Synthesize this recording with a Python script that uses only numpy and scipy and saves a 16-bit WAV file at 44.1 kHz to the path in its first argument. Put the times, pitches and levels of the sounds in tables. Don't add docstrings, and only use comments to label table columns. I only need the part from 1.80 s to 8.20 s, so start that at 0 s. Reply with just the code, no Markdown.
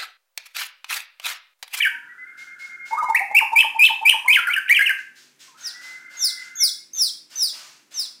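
import sys
import numpy as np
from scipy import signal
from scipy.fft import rfft, irfft
from scipy.io import wavfile
from scipy.ndimage import uniform_filter1d

SR = 44100
rng = np.random.default_rng(int(sys.argv[2]) if len(sys.argv) > 2 else 0)


def makeup_ratio(level_db):
    decades = np.asarray(level_db, float) / 20
    return 10 ** decades


def bounce(signal):
    frames = np.transpose(np.atleast_2d(signal))
    limited = np.clip(frames, -1, 1)
    pcm = np.round(limited * 32767).astype(np.int16)
    wavfile.write(sys.argv[1], SR, pcm)


N = 282240
LEAD = SR // 5


def at_hz(points, hz):
    point_hz, point_db = np.transpose(points)
    return np.interp(np.log(hz), np.log(point_hz), point_db)


def coloured(x, spectrum):
    hz = np.maximum(np.arange(len(x) // 2 + 1) * SR / len(x), 1)
    y = irfft(rfft(x) * makeup_ratio(at_hz(spectrum, hz)), len(x))
    return y / np.std(y)


def drift(size, rate_hz):
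    r = np.exp(-2 * np.pi * rate_hz / SR)
    noise = rng.standard_normal(size + 4000)
    slow = signal.lfilter([1], [1, -2 * r, r * r], noise)[4000:]
    return slow / np.std(slow)


def add(out, start_s, x):
    i = LEAD + round(start_s * SR)
    out[i:i + len(x)] += x[:len(out) - i]


def stroke(shape, s, length, from_hz, to_hz, db):
    return [(s + u * length, from_hz + way * (to_hz - from_hz), db + d) for u, way, d in shape]


# (frequency [Hz], time to fall 60 dB [s], level [dB])
ROOM_DECAY = [(513, 0.06, -11), (850, 0.48, 10), (1500, 0.49, 2.5), (3000, 0.34, 4), (6400, 0.4, 5.5),
              (11300, 0.32, 0.5)]


def echoes():
    gap_s = 0.0038
    t, tail = np.arange(SR) / SR, 0
    hz, t60, db = np.transpose(ROOM_DECAY)
    for low in 170 * 2 ** np.arange(0, 6.6, .5):
        half_octave = signal.butter(2, [low, low * np.sqrt(2)], "band", fs=SR, output="sos")
        band = signal.sosfilt(half_octave, rng.standard_normal(SR))
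        middle = low * 2 ** .25
        life_s = np.interp(middle, hz, t60)
        tail = tail + band * makeup_ratio(np.interp(middle, hz, db) - 60 * t / life_s)
    tail = tail * np.clip(t / gap_s - 1, 0, 1)
    return tail / np.sqrt(np.sum(tail ** 2))


def room(x, tail):
    return signal.fftconvolve(x, tail)[:len(x)]


# (frequency [Hz], level [dB])
BREATH_COLOUR = [(3000, -19.5), (4000, -13), (8000, -5), (8900, -2), (12000, -7.5), (16000, -7.5)]
# (frequency [Hz], level [dB])
THROAT_COLOUR = [(1500, -6), (3000, 5.5), (5000, 7), (7000, 9.5), (9500, 5), (11000, -5.5), (13000, -2.5),
                 (16000, 0)]


def whistle(note, voice, rasp=.2, wobble=0., late_s=0., edge_s=.006, flutter_db=1.2,
            jitter=.003, jitter_hz=250, throat=THROAT_COLOUR, onset_db=0.):
    glide_db = -4
    wobble_hz, wobble_below_hz = 68, 4950
    full_effort_db, breath_db = -12.5, -31
    puff_db = -61
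    onset_s = .014
    s, pitch_hz, level_db = np.transpose(note)
    t = np.arange(s[0], s[-1], 1 / SR)

    def soft(curve, size):
        return uniform_filter1d(np.interp(t, s, curve), size=size, mode="nearest")

    hz = soft(pitch_hz, size=130)
    speed = np.gradient(np.log2(hz)) * SR / 50
    flutter = flutter_db * drift(len(t), 140)
    gain = makeup_ratio(soft(level_db, size=480) + glide_db * speed ** 2 + flutter)
    shaking_s = np.maximum(t - t[np.argmax(hz < wobble_below_hz)], 0)
    hz = hz * (1 - wobble * np.sin(2 * np.pi * wobble_hz * shaking_s))
    phase = np.cumsum(2 * np.pi * hz * (1 + jitter * drift(len(t), jitter_hz)) / SR)

    second_db, fall_db, growth = voice
    effort = (gain / makeup_ratio(full_effort_db)) ** growth
    flare_db = onset_db * np.exp((s[0] + late_s - t) / onset_s).clip(0, 1)
    tone = np.sin(phase)
    for k in range(2, 12):
        share = rasp * np.minimum(k * hz / 10000, 1) ** 2
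        rough = 1 - share + share * drift(len(t), 700)
        partial_db = second_db + fall_db * (k - 2) + at_hz(throat, k * hz) + flare_db * (k * hz > 8000)
        level = makeup_ratio(partial_db) * (k * hz < .45 * SR)
        tone += level * effort * rough * np.sin(k * phase)
    tone += makeup_ratio(breath_db) * effort * coloured(rng.standard_normal(len(t)), BREATH_COLOUR)
    tone += makeup_ratio(puff_db) * (1000 / hz) ** 4 * drift(len(t), 150)
    edge = np.clip(np.minimum(t - s[0], s[-1] - t) / edge_s, 0, 1)
    return tone * gain * np.sin(edge * np.pi / 2) ** 2


SONG_VOICE, SONG_RASP = (-31.5, -0.62, 0.27), .55
# (frequency [Hz], level [dB])
SONG_COLOUR = [(1500, -5), (3000, -2.5), (5000, 2), (7800, -5.5), (9000, 5.5), (11000, 4), (13500, 6.5),
               (16000, -1)]


def sung(note, leap_s=0.):
    return whistle(note, SONG_VOICE, rasp=SONG_RASP, throat=SONG_COLOUR, onset_db=8, flutter_db=1.9,
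                   late_s=leap_s + 0.0039)


# (share of the length [0-1], share of the way between pitches [0-1], level [dB])
RISE_SHAPE = [(0, 0.317, 1.5), (.14, 0, -4), (.55, .7, 1.5), (1, 0.98, -3.5)]
# (time [s], length [s], from [Hz], to [Hz], level [dB])
RISE_NOTES = [
    (-.15, .035, 1850, 2282, -6),
    (-.04, 0.058, 1688, 2444, -13.5),
    (1.545, 0.049, 2221, 2844, -6.5),
    (2.291, 0.011, 2546, 3150, 2.5),
    (2.525, 0.021, 3046, 3177, -11.5),
    (2.69, 0.042, 1965, 2446, -18.5),
    (2.892, 0.045, 1850, 2463, -9.5),
    (3.005, 0.0285, 1687, 2240, -12),
]


def rises(out):
    for row in RISE_NOTES:
        add(out, row[0], sung(stroke(RISE_SHAPE, *row)))


# (share of the length [0-1], share of the way between pitches [0-1], level [dB])
PLUNGE_SHAPE = [(0, 0, -7.5), (.35, 0.42, 3), (.7, 0.93, -8.5), (1, 1, -5.5)]
# (time [s], length [s], from [Hz], to [Hz], level [dB])
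PLUNGE_NOTES = [
    (-.1, 0.02, 3300, 2100, -13.5),
    (0.017, 0.035, 3332, 2190, -10.5),
    (1.344, .036, 1686, 2664, -8),
    (1.389, 0.018, 2532, 1850, -10.5),
    (2.541, .042, 3295, 1527, -7),
    (2.732, 0.019, 3250, 2446, -12),
    (2.954, 0.046, 3250, 1955, -12),
    (3.054, 0.054, 3180, 1994, -13),
]


def plunges(out):
    for row in PLUNGE_NOTES:
        add(out, row[0], sung(stroke(PLUNGE_SHAPE, *row)))


# (share of the length [0-1], share of the way between pitches [0-1], level [dB])
DIP_SHAPE = [(0, 0.064, 9), (.35, 0.65, -9.5), (.6, 0.93, 0.5), (1, 0.594, -11)]
# (time [s], length [s], from [Hz], to [Hz], level [dB])
DIP_NOTES = [
    (0.047, 0.037, 1962, 1477, -10.5),
    (2.585, 0.019, 1500, 1359, -13),
    (2.669, .028, 1790, 1352, -13.5),
    (2.761, 0.034, 1840, 1500, -13.5),
    (2.946, 0.01, 3000, 3250, -9),
    (2.99, 0.032, 1683, 1616, -10),
    (3.026, 0.028, 2204, 2082, -15.5),
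    (3.091, 0.032, 1855, 1515, -10.5),
]


def dips(out):
    for row in DIP_NOTES:
        add(out, row[0], sung(stroke(DIP_SHAPE, *row)))


# (share of the length [0-1], share of the way [0-1], level [dB])
DEEP_SHAPE = [(0, 0.091, -6), (.3, .25, 6), (.6, .62, -20.5), (1, 0.9, -13.5)]
# (time [s], length [s], from [Hz], level [dB], landing level [dB])
DEEP_NOTES = [
    (1.583, 0.029, 2802, -9.5, -16.5),
    (1.803, 0.032, 3550, -8, -19.5),
    (2.059, 0.035, 3576, -9.5, -21),
    (2.302, 0.033, 3202, -9.5, -19),
]
BOTTOM_HZ = 1207.3


def deep_plunges(out):
    for s, length, hz, db, _ in DEEP_NOTES:
        add(out, s, sung(stroke(DEEP_SHAPE, s, length, hz, BOTTOM_HZ, db)))


# (time [s], length [s], from [Hz], to [Hz], level [dB])
SWOOP_NOTES = [
    (1.759, 0.053, 2276, 2674, -7),
    (1.992, 0.075, 2368, 2695, -6.5),
    (2.254, .043, 2292, 2643, -8),
    (2.48, 0.055, 2090, 2615, -7.5),
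]


def swoops(out):
    leap_s, leap_from_hz, leap_db = .016, 860, -27
    for row in SWOOP_NOTES:
        s, _, from_hz, _, db = row
        leap = [(s - leap_s, leap_from_hz, db + leap_db), (s - .003, from_hz, db + leap_db)]
        add(out, s - leap_s, sung(leap + stroke(RISE_SHAPE, *row), leap_s))


# (end time [s], top pitch [Hz], level [dB])
HOARSE_CLIMBS = [
    (1.81, 3600, -22.5),
    (2.06, 3700, -19),
    (2.31, 3400, -20),
    (2.55, 3450, -24),
    (2.738, 3300, -29),
    (2.897, 2900, -29.5),
    (.02, 3500, -27),
]


def hoarse_climbs(out):
    length_s, from_share, swell_db = .027, 0.74, -8
    for s, hz, db in HOARSE_CLIMBS:
        climb = [(s - length_s, from_share * hz, db + swell_db), (s, hz, db)]
        add(out, s - length_s, whistle(climb, SONG_VOICE, throat=SONG_COLOUR, rasp=SONG_RASP, flutter_db=8.5,
                                       jitter=.06, jitter_hz=600))


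# (share of the length [0-1], share of the way between pitches [0-1], level [dB])
BUBBLE_SHAPE = [(0, 0, -12.5), (.5, .9, 3), (.75, 1, -3.5), (1, 0.74, -18.5)]
# (share of the length [0-1], share of the way [0-1], level [dB])
LANDING_SHAPE = [(0, 0.013, -4), (.35, .8, -6.5), (.7, 1, -0.5), (1, 0.64, 0)]
# (time [s], length [s], pitch [Hz], level [dB])
BUBBLE_NOTES = [
    (1.106, 0.068, 964, -22),
    (1.165, .042, 1250, -16.5),
    (1.217, 0.042, 1003, -16.5),
    (1.283, 0.035, 920.5, -17),
    (1.395, 0.042, 801, -27.5),
    (1.491, 0.052, 850, -26),
    (1.715, 0.037, 937.6, -20.5),
    (1.945, 0.031, 918, -23),
    (2.209, 0.036, 908, -25.5),
    (2.44, 0.044, 1005, -25),
]


def bubbles(out):
    scoop = .85
    landing_hz, landing_s = 850, .026
    notes = [stroke(BUBBLE_SHAPE, s, length, scoop * hz, hz, db) for s, length, hz, db in BUBBLE_NOTES]
    for s, length, _, _, db in DEEP_NOTES:
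        notes.append(stroke(LANDING_SHAPE, s + length - .003, landing_s, BOTTOM_HZ, landing_hz, db))
    for note in notes:
        add(out, note[0][0], whistle(note, (-41, 0., .4), rasp=SONG_RASP, flutter_db=2.2, jitter=.01))


# (pitch [Hz], level [dB])
BEAK_RESONANCE = [(3200, -23.5), (4200, -13), (5200, -0.5), (5900, -9), (6700, -26.5)]


def falling_call(s, length, top_hz, db, held):
    end_hz, droop = 3250, 1.2
    flick, flick_s = .05, .009
    u = np.linspace(0, 1, 30)
    hz = top_hz - (top_hz - end_hz) * (np.maximum(u - held, 0) / (1 - held)) ** droop
    hz = hz * (1 - flick * np.maximum(1 - u * length / flick_s, 0))
    return np.transpose([s + u * length, hz, db + at_hz(BEAK_RESONANCE, hz)])


# (time [s], length [s], top pitch [Hz], level [dB], held share [0-1])
CALLS = [
    (3.806, 0.11, 6600, -22, .15),
    (4.368, 0.15, 6720, -12, 0.04),
    (4.753, 0.15, 6650, -9, 0.12),
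    (5.132, 0.17, 6380, -11.5, 0.16),
    (5.555, .156, 6203, -13.5, 0.1),
    (6.139, 0.13, 6430, -18, 0),
]
CALL_SHAKES = [.002, .045, .035, .048, .024, .004]
# (pitch [Hz], level [dB])
UNDER_NOTES = [
    (3700, -49),
    (3590, -35.5),
    (3500, -39.5),
    (3550, -39),
    (3700, -39.5),
    (3730, -41),
]


def high_calls(out):
    lag_s, under_s, swell_db, lift = .012, 0.075, -12, 0.054
    for row, (hz, db), shake in zip(CALLS, UNDER_NOTES, CALL_SHAKES):
        s = row[0] + lag_s
        under = [(s, hz, db + swell_db), (s + 0.606 * under_s, hz, db), (s + under_s, hz * (1 + lift), db)]
        add(out, s, whistle(under, (-5, -14, .1), flutter_db=3.5, jitter=.01))
        add(out, row[0], whistle(falling_call(*row), (-8.5, 0, 0.39), wobble=shake, edge_s=.005))


def caged_bird(tail):
    out = np.zeros(N + LEAD)
    for part in (rises, plunges, hoarse_climbs, dips, bubbles, deep_plunges, swoops, high_calls):
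        part(out)
    return out + makeup_ratio(-7) * room(out, tail)


# (frequency [Hz], level [dB per Hz])
AIR_COLOUR = [(15, -34.5), (30, -21), (90, -45), (140, -15.5), (300, -16), (660, -22), (1300, -21.5),
              (2500, -18.5), (4000, -25.5), (8000, -27.5), (16000, -34)]


def room_tone():
    return makeup_ratio(-64.5 + 0.27 * drift(N, 6)) * coloured(rng.standard_normal(N), AIR_COLOUR)


# (frequency [Hz], level [dB rms])
MOTOR_LINES = [(140.0, -84), (247.6, -77), (296.1, -77), (344.5, -77.5), (393.0, -81)]


def motor():
    t = np.arange(N) / SR
    return sum(makeup_ratio(db + 2 + 2.3 * drift(N, 4.3)) * np.sin(2 * np.pi * hz * t) for hz, db in MOTOR_LINES)


# (time [s], length [s], from [Hz], to [Hz], level [dB])
LEAD_INS = [
    (.11, 0.18, 924, 1000, -49.5),
    (0.273, 0.0244, 980, 940, -56),
    (3.676, 0.087, 1090, 860, -50.5),
    (3.743, 0.1, 1253, 1500, -52),
]
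# (time [s], pitch [Hz], length [s])
FIRST_DASHES = [(0.283, 1921, 0.059), (0.375, 2015, 0.079), (0.463, 2100, 0.067), (0.573, 2114, 0.07),
                (0.667, 2100, 0.084), (.792, 2140, 0.074), (0.887, 2110, 0.08), (0.991, 2120, 0.084),
                (1.099, 2154, .085), (1.2, 2151, 0.032), (1.248, 2135, 0.058), (1.311, 2140, 0.033),
                (1.41, 2130, 0.038), (1.495, 2110, 0.045)]
# (time [s], level [dB], pitch [Hz], length [s])
LATER_DASHES = [(3.8322, -41.5, 1864, 0.084), (3.936, -37, 1954, 0.091), (4.0262, -36, 2030, 0.16),
                (4.147, -39, 2080, 0.15), (4.2517, -37.5, 2067, 0.13), (4.36, -38, 2077, 0.17),
                (4.4608, -39.5, 2052, 0.24), (4.5594, -36, 2010, 0.086), (4.6683, -39, 2062, 0.102),
                (4.794, -30.5, 2137, 0.046), (4.8858, -50.5, 2076, 0.11), (4.9694, -55, 2146, 0.071)]


def far_whistles():
    voice, held = (-60, -6, 1.5), np.zeros(N + LEAD)
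    swelling = [(s, -38 + 7 * s, hz, length) for s, hz, length in FIRST_DASHES]
    for s, db, hz, length in swelling + LATER_DASHES:
        dash = [(s, hz, db - 5.0), (s + max(length, .02), hz * 1.012, db - 2.5)]
        add(held, s, whistle(dash, voice, edge_s=.013, flutter_db=1.3))
    for s, length, from_hz, to_hz, db in LEAD_INS:
        glide = [(s, from_hz, db), (s + length, to_hz, db - 16.0)]
        add(held, s, whistle(glide, voice, edge_s=0.0076))
    return held


# (start [s], end [s], level [dB])
TRILLS = [
    (0.147, 1.315, -48.5),
    (3.752, 4.885, -50.5),
]


def far_trill():
    flicks_per_s, low_hz, high_hz = 33, 1272, 1850
    swell_s, swell_db = 0.092, -6
    roll = np.zeros(N + LEAD)
    for start, end, db in TRILLS:
        t = np.arange(start, end, 1 / SR)
        fade_db = swell_db * np.maximum(1 - np.minimum(t - start, end - t) / swell_s, 0)
        flick = np.cumsum(flicks_per_s * (1 + .1 * drift(len(t), 12)) / SR) % 1
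        hz = low_hz + (high_hz - low_hz) * flick
        tone = np.sin(np.cumsum(2 * np.pi * hz / SR))
        add(roll, start, makeup_ratio(db + fade_db + 4.0) * np.sin(np.pi * flick) * tone)
    return roll


def far_bird(tail):
    held, roll = far_whistles(), far_trill()
    return held + makeup_ratio(-9) * roll + room(makeup_ratio(-8) * held + roll, tail)


# (frequency [Hz], level [dB])
BRISTLE_COLOUR = [(900, -41.5), (1500, -6.5), (2500, -5), (4000, -5), (6000, -5.5), (8000, -10.5),
                  (11000, -18.5), (16000, -18)]
# (time [s], level [dB], length [s], low scrape level [dB])
BRUSH_STROKES = [(0.568, -53.5, 0.076, -21), (0.782, -54, 0.095, -19), (1.047, -51.5, 0.078, -14),
                 (3.17, -51.5, 0.033, -81), (3.347, -55.5, 0.1, -23.5), (3.587, -51, 0.079, -22.5),
                 (3.767, -53, 0.21, -14.5), (4.006, -51, 0.13, -14.5), (4.293, -55, 0.19, -11.5),
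                 (4.581, -51.5, 0.094, -23), (5.141, -52, 0.11, -15.5), (5.494, -50.5, 0.16, -15.5),
                 (5.717, -48.5, 0.17, -14), (6.104, -50, 0.13, -15)]


def brush(tail):
    size = N + LEAD
    strength = makeup_ratio(1.2 * np.minimum(rng.exponential(1, size), 4))
    slips = strength * rng.choice([-1, 1], size) * (rng.random(size) < .15)
    bright = coloured(slips, BRISTLE_COLOUR)
    dull = coloured(slips, [(350, -44), (550, 2.5), (800, -4), (1300, -5), (2200, -34.5)])
    t, out = (np.arange(size) - LEAD) / SR, 0
    for s, db, length, low_db in BRUSH_STROKES:
        rise = np.clip((t - s) / .014, 0, 1)
        pressure = rise * np.exp(-(np.maximum(t - s, 0) / length) ** 1.8)
        out = out + makeup_ratio(db) * pressure * (bright + makeup_ratio(low_db) * dull)
    return out + makeup_ratio(4) * room(out, tail)


def scene():
    sources = caged_bird(echoes()) + far_bird(echoes()) + brush(echoes())
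    fade_in = np.minimum(np.arange(N) / SR / .004, 1)
    return (sources[LEAD:] * fade_in + room_tone() + motor())[None]


def roll_off(x):
    return signal.sosfilt(signal.butter(12, 16430, fs=SR, output="sos"), x)


def record(dry):
    squash = 1.1 * np.tanh(dry / 1.1) - dry
    bent = dry + signal.sosfilt(signal.butter(2, 500, "high", fs=SR, output="sos"), squash)
    bent = signal.sosfilt(signal.butter(2, 40, "high", fs=SR, output="sos"), bent)
    mix = signal.sosfilt(signal.cheby2(14, 60, 16400, fs=SR, output="sos"), bent)
    return roll_off(mix)


dry = scene()
out = record(dry)
bounce(out)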